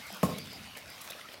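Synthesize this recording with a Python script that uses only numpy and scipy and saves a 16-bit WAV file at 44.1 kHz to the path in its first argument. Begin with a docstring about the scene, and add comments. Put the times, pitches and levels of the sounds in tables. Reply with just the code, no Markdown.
"""A crowded concrete crocodile pen, outdoors. Near the microphone one animal claps its jaws shut:
a wet crack, then the hollow thump of skull and throat, which the walls throw back.
Around it wet mouths smack, claws tap and scaly hides squeak and crackle on the floor.
Behind them lies a steady open-air hiss, with faint whistles far off."""
import sys
import numpy as np
from scipy import signal
from scipy.fft import rfft, irfft, next_fast_len
from scipy.io import wavfile
from scipy.ndimage import uniform_filter1d

SR = 44100
rng = np.random.default_rng(int(sys.argv[2]) if len(sys.argv) > 2 else 0)


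def inscribe(sig):
    """Save sig as 16-bit PCM at rate SR to the path in sys.argv[1].

    A 1-D sig is mono; a 2-D sig holds one channel per row.
    Samples are clipped to [-1, 1] before scaling.
    """
    pcm = np.round(np.clip(np.atleast_2d(sig).T, -1, 1) * 32767)
    wavfile.write(sys.argv[1], SR, pcm.astype(np.int16))


N = 61739


def amp(db):
    """Decibels to gain."""
    return 10 ** (np.asarray(db) / 20)


def unit(x):
    """Scales to rms 1."""
    return x / np.sqrt(np.mean(x ** 2) + 1e-20)


def level_at(spectrum, hz):
    """Reads the level in dB between rows of (Hz, dB), on a log-frequency axis."""
    row_hz, row_db = np.transpose(spectrum)
    return np.interp(np.log(hz + 1), np.log(row_hz + 1), row_db)


def since(start):
    """Seconds since a moment, zero before it."""
    return np.maximum(np.arange(N) / SR - start, 0)


def noise(gain):
    """Noise of rms 1, shaped by the function gain(Hz)."""
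    size = next_fast_len(N)
    white = rfft(rng.standard_normal(size))
    return unit(irfft(white * gain(np.fft.rfftfreq(size, 1 / SR)), size)[:N])


def coloured_noise(spectrum):
    """Noise of rms 1, shaped by rows of (Hz, dB)."""
    return noise(lambda f: amp(level_at(spectrum, f)))


def wobble(corner_hz):
    """Random motion of rms 1, mostly slower than the corner."""
    return noise(lambda f: 1 / (1 + (f / corner_hz) ** 2))


def fade(t, t60):
    """Exponential decay, 60 dB down after t60 seconds."""
    return np.exp(-np.log(1000) * t / t60)


def burst(at, rise, t60):
    """An envelope that swells up to a moment and dies away."""
    return np.exp(np.minimum(np.arange(N) / SR - at, 0) / rise) * fade(since(at), t60)


def air():
    """Open-air hiss behind the pen, with drifting patches and slowly changing bass, middle and treble."""
    # Colour of the hiss. Each row: frequency in Hz, relative level in dB.
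    spectrum = [(25, -26), (50, 8.5), (90, -1.5), (170, 0.5), (280, 0), (390, -6), (600, 0), (800, -2.5),
                (1350, -2.5), (1750, -3.5), (2200, -2.5), (3600, -5), (5200, -6.5), (6800, -15.5),
                (13500, -15.5), (16000, -22.5)]
    # Drift of the hiss. Each row: time in seconds, then bass, middle and treble offsets in dB.
    band_drift = [(0, 1.5, -4, 2), (.17, 0.5, 2, 2.5), (.45, 2.5, -3, 0), (.65, 2.5, -4, -0.5),
                  (0.842, -3, -1.5, -5.5), (0.919, -2.5, -2, 0), (1.15, -8.5, 2, -2), (1.4, -2.5, -3, -5.5)]
    # Centres of bass, middle and treble in Hz.
    bands_hz = [250, 980, 2100]
    hiss_db, patch_db = -49, 3
    hz, t, cells = signal.stft(rng.standard_normal(N), SR, nperseg=1024, noverlap=768)
    patches = uniform_filter1d(rng.standard_normal(cells.shape), size=9, axis=0)
    patches = unit(uniform_filter1d(patches, size=9, axis=1))
    times, *levels = np.transpose(band_drift)
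    shares = [np.interp(np.log(hz + 1), np.log(bands_hz), band) for band in np.eye(len(levels))]
    drift_db = sum(np.outer(share, np.interp(t, times, db)) for share, db in zip(shares, levels))
    cells *= amp(level_at(spectrum, hz)[:, None] + patch_db * patches + drift_db)
    hiss = signal.istft(cells, nperseg=1024, noverlap=768)[1][:N]
    return amp(hiss_db) * unit(hiss)


def whistles():
    """Thin, birdlike whistles far off: wavering tones that swell, glide and fade, blurred by distance."""
    # Each row: start in seconds, length in seconds, first and last pitch in Hz, level in dB.
    calls = [(0.012, 0.098, 2170, 2162, -50.5), (0.274, 0.085, 4850, 4810, -54.5),
             (0.309, 0.079, 3470, 4070, -51.5), (0.368, 0.091, 4520, 4880, -49),
             (.322, 0.123, 2120, 2280, -53), (0.485, .11, 4850, 4820, -51.5),
             (0.628, 0.163, 2950, 2914, -54.5), (0.753, 0.1, 2170, 2154, -55),
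             (0.864, 0.11, 5000, 5120, -55.5)]
    waver_share, blur_share = 0.015, 0.057  # of the pitch
    tone_db = -14  # against the blur
    out = np.zeros(N)
    for start, length, first_hz, last_hz, db in calls:
        progress = np.minimum(since(start) / length, 1)
        waver = 1 + waver_share * wobble(corner_hz=112)
        pitch_hz = (first_hz + (last_hz - first_hz) * progress) * waver
        phase = 2 * np.pi * np.cumsum(pitch_hz) / SR
        blur_hz = blur_share * first_hz
        blur = wobble(blur_hz) * np.cos(phase) + wobble(blur_hz) * np.sin(phase)
        out += amp(db) * np.sin(np.pi * progress) * (amp(tone_db) * np.sin(phase) + blur)
    return out


def pen_echo(near):
    """What the concrete sends back to the microphone: scattered echoes and a tail longest in the bass."""
    # The pen's reverberation. Each row: band in Hz, t60 in seconds, level in dB.
    tail_bands = [(59, 3.2, -11), (111, 1, -1), (181, 0.93, -10.5), (297, 0.58, -2), (570, 0.49, -8),
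                  (1100, 0.49, -13), (2500, 0.53, -12.5), (12000, 0.26, -22)]
    # Echoes off the walls. Each row: delay in seconds, level in dB, low edge in Hz.
    walls = [(0.018, -15, 200), (.055, -16, 290), (0.073, -16, 400), (.092, -20, 100), (.13, -25, 128)]
    build_s, scatter_s = 0.0095, 0.0064
    t, hz = since(0), np.fft.rfftfreq(N, 1 / SR)
    white, response = rfft(rng.standard_normal(N)), np.zeros(N)
    bands_hz = [row[0] for row in tail_bands]
    for band, (_, t60, db) in zip(np.eye(len(tail_bands)), tail_bands):
        share = np.interp(np.log(hz + 1), np.log(bands_hz), band)
        envelope = fade(t, t60) * (1 - np.exp(-(t / build_s) ** 2))
        response += amp(db) * irfft(white * share, N) * envelope / np.linalg.norm(envelope)
    for delay, db, edge_hz in walls:
        scatter = rfft(rng.standard_normal(N) * (t > delay) * np.exp(-since(delay) / scatter_s))
        smear = np.exp(1j * np.angle(scatter))  # spread in time, equally strong at every pitch
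        low_cut = hz ** 4 / (hz ** 4 + edge_hz ** 4)
        response += amp(db) * irfft(smear * low_cut, N) * (t < 2 * delay)
    return signal.fftconvolve(near, response)[:N]


def grit():
    """Scales crackle finely on the wet floor as the animals shift."""
    grains_per_s, grit_db, spread_db, corner_hz = 140, -59, 4, 4500
    sizes = amp(spread_db * np.minimum(rng.exponential(1, N), 3))
    grains = sizes * (rng.random(N) < grains_per_s / SR)
    envelope = signal.fftconvolve(grains, fade(since(0), t60=0.008))[:N]
    return amp(grit_db) * unit(envelope * noise(lambda f: f / (1 + (f / corner_hz) ** 2) ** 2))


def squeaks():
    """Wet hide slips on the floor: short gliding tones with a slight flutter."""
    # Each row: peak time in seconds, swell in seconds, pitch in Hz, glide in Hz per second, level in dB.
    slips = [(1.108, 0.0027, 576, -13, -43), (1.112, 0.0011, 3650, -2, -38.5),
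             (1.133, 0.006, 2520, -12000, -45), (1.194, .005, 1370, -9000, -45.5),
             (1.214, 0.0024, 2026, 15, -43), (1.257, .009, 1330, -11000, -48.5)]
    out = np.zeros(N)
    for at, swell, hz, glide, db in slips:
        from_peak = since(0) - at
        flutter = 1 + 0.3 * wobble(corner_hz=150)
        cycles = hz * from_peak + glide * from_peak ** 2 / 2
        out += amp(db) * np.exp(-(from_peak / swell) ** 2) * flutter * np.sin(2 * np.pi * cycles)
    return out


def taps():
    """Claws, teeth and feet tap around the pen, each a gritty burst around one resonance."""
    # Each row: peak time in seconds, resonance in Hz, level in dB, t60 in seconds.
    hits = [(0.104, 720, -46.5, .06), (.125, 183, -44.5, 0.11), (0.386, 3550, -41, 0.013),
            (0.526, 750, -49, 0.21), (0.594, 2650, -44.5, 0.021), (0.754, 2570, -44, 0.046),
            (0.769, 1970, -43.5, 0.066), (0.77, 556, -47.5, 0.052), (1.101, 3600, -44, 0.0088),
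            (1.122, 2030, -43, .012), (1.122, 3800, -42, 0.011), (1.132, 2810, -46.5, 0.061),
            (1.148, 625, -49, 0.2), (1.213, 3100, -44.5, 0.016), (1.288, 2040, -46.5, .014),
            (1.291, 3360, -41.5, 0.012), (1.343, 2210, -47, 0.03), (1.342, 4370, -44, 0.027),
            (1.342, 625, -54, 0.099)]
    width_share, skirt_db, rise_s = 0.13, -19.5, 0.0022
    out = np.zeros(N)
    for at, hz, db, t60 in hits:
        rasp = noise(lambda f: 1 / (1 + ((f / hz - 1) / width_share) ** 2)
                     + amp(skirt_db) / (1 + (f / hz / 2) ** 2))
        out += amp(db) * burst(at, rise_s, t60) * rasp
    return out


def smacks():
    """Wet mouths smack on meat nearby: short, bright bursts of noise."""
    # Each row: peak time in seconds, level in dB, rise in seconds, t60 in seconds.
    bites = [(0.069, -46.5, 0.0037, 0.025), (0.127, -38.5, 0.00065, 0.011), (0.146, -43, 0.0007, 0.019),
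             (.169, -41.5, .001, .01), (0.384, -36, 0.001, 0.029), (0.533, -44.5, 0.002, 0.014),
             (.773, -42.5, 0.0037, 0.022), (.787, -50, 0.0065, 0.093), (0.902, -41.5, .001, 0.015),
             (1.016, -39.5, 0.0036, 0.027), (1.046, -47, 0.012, 0.19), (1.104, -35.5, 0.00088, 0.0096),
             (1.109, -35, 0.00084, 0.0088), (1.337, -52.5, 0.022, 0.048)]
    # Colour of a smack. Each row: frequency in Hz, relative level in dB.
    spectrum = [(400, 1.5), (1500, -6), (4000, 3), (7000, 0.5), (11000, 1.5), (16000, 1)]
    return coloured_noise(spectrum) * sum(amp(db) * burst(at, rise, t60) for at, db, rise, t60 in bites)


def jaw_snap():
    """The jaws meet near the microphone: a crack, a wet fizz, a thud of flesh, a hollow ring."""
    # Modes of jaws, skull and throat; the deep ones swell last.
    # Each row: frequency in Hz, level in dB, t60 in seconds, rise in seconds.
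    modes = [(176.7, -10, 0.073, 0.0041), (224.3, -19, 0.11, 0.018), (111.5, -27.5, 0.095, 0.0061),
             (286, -32, 0.029, 0.015), (471, -29, 0.11, 0.0034), (510, -23, 0.075, 0.00073),
             (615, -8.5, 0.023, 0.0029), (780, -29, 0.015, 0.0016), (876, -20.5, 0.029, 0.00092),
             (1077, -24.5, 0.12, 0.0017), (1262, -23.5, 0.027, 0.001), (1684, -15, 0.0048, 0.00069),
             (2550, -16.5, 0.0037, 0.00021), (3400, -16, 0.0015, 0.00046)]
    # Colours of the impact, the wet fizz and the shaking flesh.
    # Each row: frequency in Hz, relative level in dB.
    crack_spectrum = [(300, -10), (1400, 8.5), (3000, -8), (5000, -3), (7000, -21), (11000, -16),
                      (16000, -8)]
    fizz_spectrum = [(500, 11.5), (2000, -1.5), (4000, -2.5), (7000, -5), (11000, -3), (16000, -7)]
    thud_spectrum = [(40, -50), (85, 7.5), (170, -0.5), (300, 0), (400, -3.5), (750, -13), (1000, -6.5),
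                     (2000, -27), (4000, -26)]
    snap_s, thud_rise_s = 0.2303, 0.005
    crack_db, fizz_db, thud_db = -24.5, -31.5, -30.5
    t = since(snap_s)
    ring = sum(amp(db) * (1 - np.exp(-(t / rise) ** 2)) * fade(t, t60) * np.sin(2 * np.pi * hz * t)
               for hz, db, t60, rise in modes)
    crack = amp(crack_db) * fade(t, t60=0.0073) * coloured_noise(crack_spectrum)
    fizz = amp(fizz_db) * fade(t, t60=0.16) * coloured_noise(fizz_spectrum)
    thud_swell = 1 - np.exp(-t / thud_rise_s)
    thud = amp(thud_db) * thud_swell * fade(t, t60=0.27) * coloured_noise(thud_spectrum)
    return ring + thud + (crack + fizz) * (t > 0)


def scene():
    """The animals close by, their echo in the pen, and the open air beyond, in mono."""
    near = jaw_snap() + smacks() + taps() + squeaks() + grit()
    return (near + pen_echo(near) + whistles() + air())[None]


def record(dry):
    """The microphone rolls the bass off steeply, then the highest treble is cut."""
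    low_cut_hz, high_cut_hz = 60, 16200
    high_pass = signal.butter(N=4, Wn=low_cut_hz, btype="high", fs=SR, output="sos")
    low_pass = signal.firwin(511, high_cut_hz, window=("kaiser", 9), fs=SR)
    return signal.oaconvolve(signal.sosfilt(high_pass, dry), low_pass[None], "same")


dry = scene()
out = record(dry)
inscribe(out)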